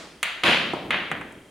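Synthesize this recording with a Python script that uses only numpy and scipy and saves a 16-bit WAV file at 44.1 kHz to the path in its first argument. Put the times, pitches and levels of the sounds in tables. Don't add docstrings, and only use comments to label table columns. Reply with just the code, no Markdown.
import sys
import numpy as np
from scipy import signal
from scipy.fft import rfft, irfft
from scipy.io import wavfile

SR = 44100
rng = np.random.default_rng(int(sys.argv[2]) if len(sys.argv) > 2 else 0)


def unload_wav(signal):
    wavfile.write(
        sys.argv[1],
        SR,
        np.round(np.clip(np.atleast_2d(signal).T, -1, 1) * 32767).astype(np.int16),
    )


N = 66150

# f/Hz, level/dB
TICK_SPECTRUM = [(1000, -49), (5000, -1.5), (7500, 9), (10200, 6.5), (12000, -4), (13800, -10), (15300, -3),
                 (16500, -12)]


def undb(db):
    return 10 ** (np.asarray(db) / 20)


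def along(points, hz):
    f, values = np.array(points, float).T
    return np.interp(np.log(np.maximum(hz, 1)), np.log(f), values)


def add(out, x, start_s):
    start = max(int(start_s * SR), 0)
    n = min(x.shape[-1], N - start)
    out[:, start:start + n] += x[..., :n]


def pan(db):
    return undb(np.array([[db], [-db]]) / 2)


def pulse(spectrum, corner_hz=None, bass_db=0, hollow_hz=None, size=2048):
    bass_hz, hollow_db, hollow_octaves = 540, 2, .25
    f = np.arange(size // 2 + 1) * SR / size
    db = along(spectrum, f) + bass_db / (1 + (f / bass_hz) ** 4)
    if corner_hz:
        db -= 10 * np.log10(1 + (f / corner_hz) ** 6)
    if hollow_hz:
        db += hollow_db / (1 + (np.log2((f + 1) / hollow_hz) / hollow_octaves) ** 2)
    cepstrum = irfft(np.log(undb(db)))
    cepstrum[1:size // 2] *= 2
    cepstrum[size // 2 + 1:] = 0
    impact = irfft(np.exp(rfft(cepstrum)))
    return impact / np.abs(impact).max()


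def diffuse(size, width=.42, width_hz=910):
    f = np.arange(size // 2 + 1) * SR / size
    mid, side = rfft(rng.standard_normal((2, size)))
    return f, mid + width * f / np.hypot(f, width_hz) * side * np.array([[1], [-1]])


def noise(spectrum):
    f, bins = diffuse(N)
    x = irfft(bins * undb(along(spectrum, f)), N)
    return x / x.std()


def dying(x):
    # f/Hz, t60/s
    room_t60 = [(100, 0.71), (300, 1.13), (800, 0.73), (2500, 0.72), (5000, 0.8), (10000, 0.47),
                (16000, 0.6)]
    n = x.shape[-1]
    f, t = np.arange(n // 2 + 1) * SR / n, np.arange(n) / SR
    centres, t60s = zip(*room_t60)
    bins, out = rfft(x), 0
    for share, t60 in zip(np.eye(len(centres)), t60s):
        band = irfft(bins * along(list(zip(centres, share)), f), n)
        out += band * np.exp(-np.log(1000) * t / t60)
    return out


def room(size=65536):
    # delay/s, level/dB, left over right/dB
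    echoes = [(.0024, -5, -5.5), (.0064, -12.5, 1), (.0140, -10.5, -1)]
    build_s, scatter_s, scatter_db = .015, .007, .5
    t = np.arange(size) / SR
    late = dying(irfft(diffuse(size)[1])) * (1 - np.exp(-(t / build_s) ** 2))
    early_t = t[:size // 8]
    near = irfft(diffuse(len(early_t))[1]) * np.exp(-early_t / scatter_s)
    near *= early_t > echoes[0][0]
    near *= undb(scatter_db) / np.sqrt(np.sum(near ** 2) / 2)
    for delay_s, db, side_db in echoes:
        add(near, pan(side_db) * undb(db), delay_s)
    return near, late / np.sqrt(np.sum(late ** 2) / 2)


def at_microphone(x, spot, room_db, echo_db=0, pan_db=-1.5):
    near, late = spot
    response = undb(room_db) * pan(db=.8) * late
    add(response, undb(echo_db) * near, 0)
    response[:, :1] += pan(pan_db)
    return signal.fftconvolve(response, x[None])


def room_tone():
    # f/Hz, level/dB
    air_spectrum = [(20, -5), (60, 6), (100, -6), (160, -21), (350, -8.5), (700, -16), (2000, -6.5),
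                    (5000, -18), (8300, -17), (9300, -14.5), (12500, -27), (16000, -30)]
    # f/Hz, level/dB
    ring_spectrum = [(70, -36), (170, -5.5), (350, -6), (550, -9), (1000, -10), (2300, -12.5), (5000, -17),
                     (8700, -25), (11000, -38), (15000, -50)]
    return undb(-57.5) * noise(air_spectrum) + undb(-39.5) * dying(noise(ring_spectrum))


def whine(t, hz=3192, pulses_per_s=30, peak_s=.0215):
    pulsing = (.5 + .5 * np.cos(2 * np.pi * pulses_per_s * (t - peak_s))) ** 2
    return undb(-55.5) * pulsing * np.sin(2 * np.pi * hz * t)


def table_thuds(t, rise_s=.002):
    # t/s, level/dB, hollow/Hz, treble corner/Hz, room send/dB, table ring/dB, tick/dB
    landings = [(0.04, -41, 305, 388, -5, -26, -72), (0.4401, -22.5, 563, 920, 9.5, 0.5, -30),
                (.4820, -16.5, 365, 467, -6, -2.5, -55), (0.7354, -15, 400, 1010, -1, -11.5, -38.5),
                (.940, -32, 157, 288, 3, -11.5, -67)]
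    # f/Hz, level/dB
    thump_spectrum = [(25, -39), (70, -4), (105, -7.5), (150, 0), (330, 6.5), (460, 3), (600, 7), (1200, 5),
                      (4000, -29.5)]
    # f/Hz, level/dB, t60/s
    table_modes = [(155, -36, .3), (201, -33, .9), (237, -36, .6), (344, -28, .3), (560, -29, .35),
                   (743, -32, .35), (948, -28, .35), (1092, -31, .35)]
    wood = sum(undb(db) * np.sin(2 * np.pi * hz * t) * np.exp(-np.log(1000) * t / t60)
               for hz, db, t60 in table_modes)
    wood *= 1 - np.exp(-t / rise_s)
    out = np.zeros((2, N))
    for start_s, db, hollow_hz, corner_hz, room_db, ring_db, tick_db in landings:
        thump = undb(db) * pulse(thump_spectrum, corner_hz, hollow_hz=hollow_hz)
        tick = undb(tick_db) * pulse(TICK_SPECTRUM)
        add(out, at_microphone(thump + tick, room(), room_db), start_s)
        add(out, undb(ring_db) * wood, start_s)
    return out


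def ball_knocks():
    # t/s, level/dB, hollow/Hz, treble corner/Hz, bass shelf/dB, tick/dB,
    # room send/dB, wall send/dB
    contacts = [(0.2303, -7, 2060, 4500, -9.5, -10.5, 5, -19), (.4366, -5, 2960, 5330, 0, -22.5, 12, -1),
                (0.4606, -13, 2370, 4550, -2, -55, 13.5, -33), (.4690, -13, 2470, 4900, 4.5, -46, 11, -24),
                (.4970, -13, 2640, 5300, 6.5, -53, 16, 2), (.5100, -11.5, 2700, 5240, 12, -50, 4.5, 8.5),
                (0.5706, -14, 2600, 4000, -4, -55, 6, -32), (0.9074, -6, 2270, 3190, -4, -26.5, 7.5, 1),
                (1.1159, -9, 1920, 2130, 3.5, -28, -2, -10), (1.2135, -22, 1760, 1960, 4.5, -39, -6.5, -24),
                (1.325, -46, 1780, 2260, -14, -39, -2, -15)]
    # f/Hz, level/dB
    heard_spectrum = [(40, -47.5), (150, -9.5), (350, -16), (600, -5), (850, -7.5), (1250, -4), (1550, -2),
                      (2000, -0.5), (2500, -1), (3200, -1.5), (4200, -9.5), (5500, -18.5), (8000, -17.5),
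                      (10500, -9), (12500, -19), (16000, -16)]
    touch_lead_s, tick_lead_s = .00135, .0005
    wall_delay_s, wall_hz = .0368, 3440
    wall = signal.butter(2, wall_hz, fs=SR, output="sos")
    out = np.zeros((2, N))
    for start_s, db, hollow_hz, corner_hz, bass_db, tick_db, room_db, wall_db in contacts:
        spot = room()
        touch = -undb(db - 10) * pulse(heard_spectrum, corner_hz=1620, bass_db=bass_db)
        tick = undb(tick_db) * pulse(TICK_SPECTRUM)
        clack = undb(db) * pulse(heard_spectrum, corner_hz, bass_db, hollow_hz)
        add(out, touch, start_s - touch_lead_s)
        add(out, at_microphone(tick, spot, room_db - 13.5, echo_db=-6, pan_db=-2.5), start_s - tick_lead_s)
        add(out, at_microphone(clack, spot, room_db), start_s)
        add(out, undb(wall_db) * signal.sosfilt(wall, clack), start_s + wall_delay_s)
    return out


def ball_roll(t):
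    # f/Hz, level/dB
    roll_spectrum = [(40, -15), (110, -3), (200, 3), (350, 2.5), (600, -6.5), (1200, -13.5), (3000, -40.5)]
    # t/s, level/dB
    roll_levels = [(.45, -55), (.58, -42), (.8, -41), (.86, -38), (.96, -38.5), (1.07, -46), (1.18, -38.5),
                   (1.35, -46.5), (1.5, -53.5)]
    return noise(roll_spectrum) * undb(np.interp(t, *np.array(roll_levels).T))


def scene():
    t = np.arange(N) / SR
    return ball_knocks() + table_thuds(t) + ball_roll(t) + room_tone() + whine(t)


def record(dry):
    return signal.sosfilt(signal.ellip(8, .2, 70, 16000, fs=SR, output="sos"), dry)


dry = scene()
out = record(dry)
unload_wav(out)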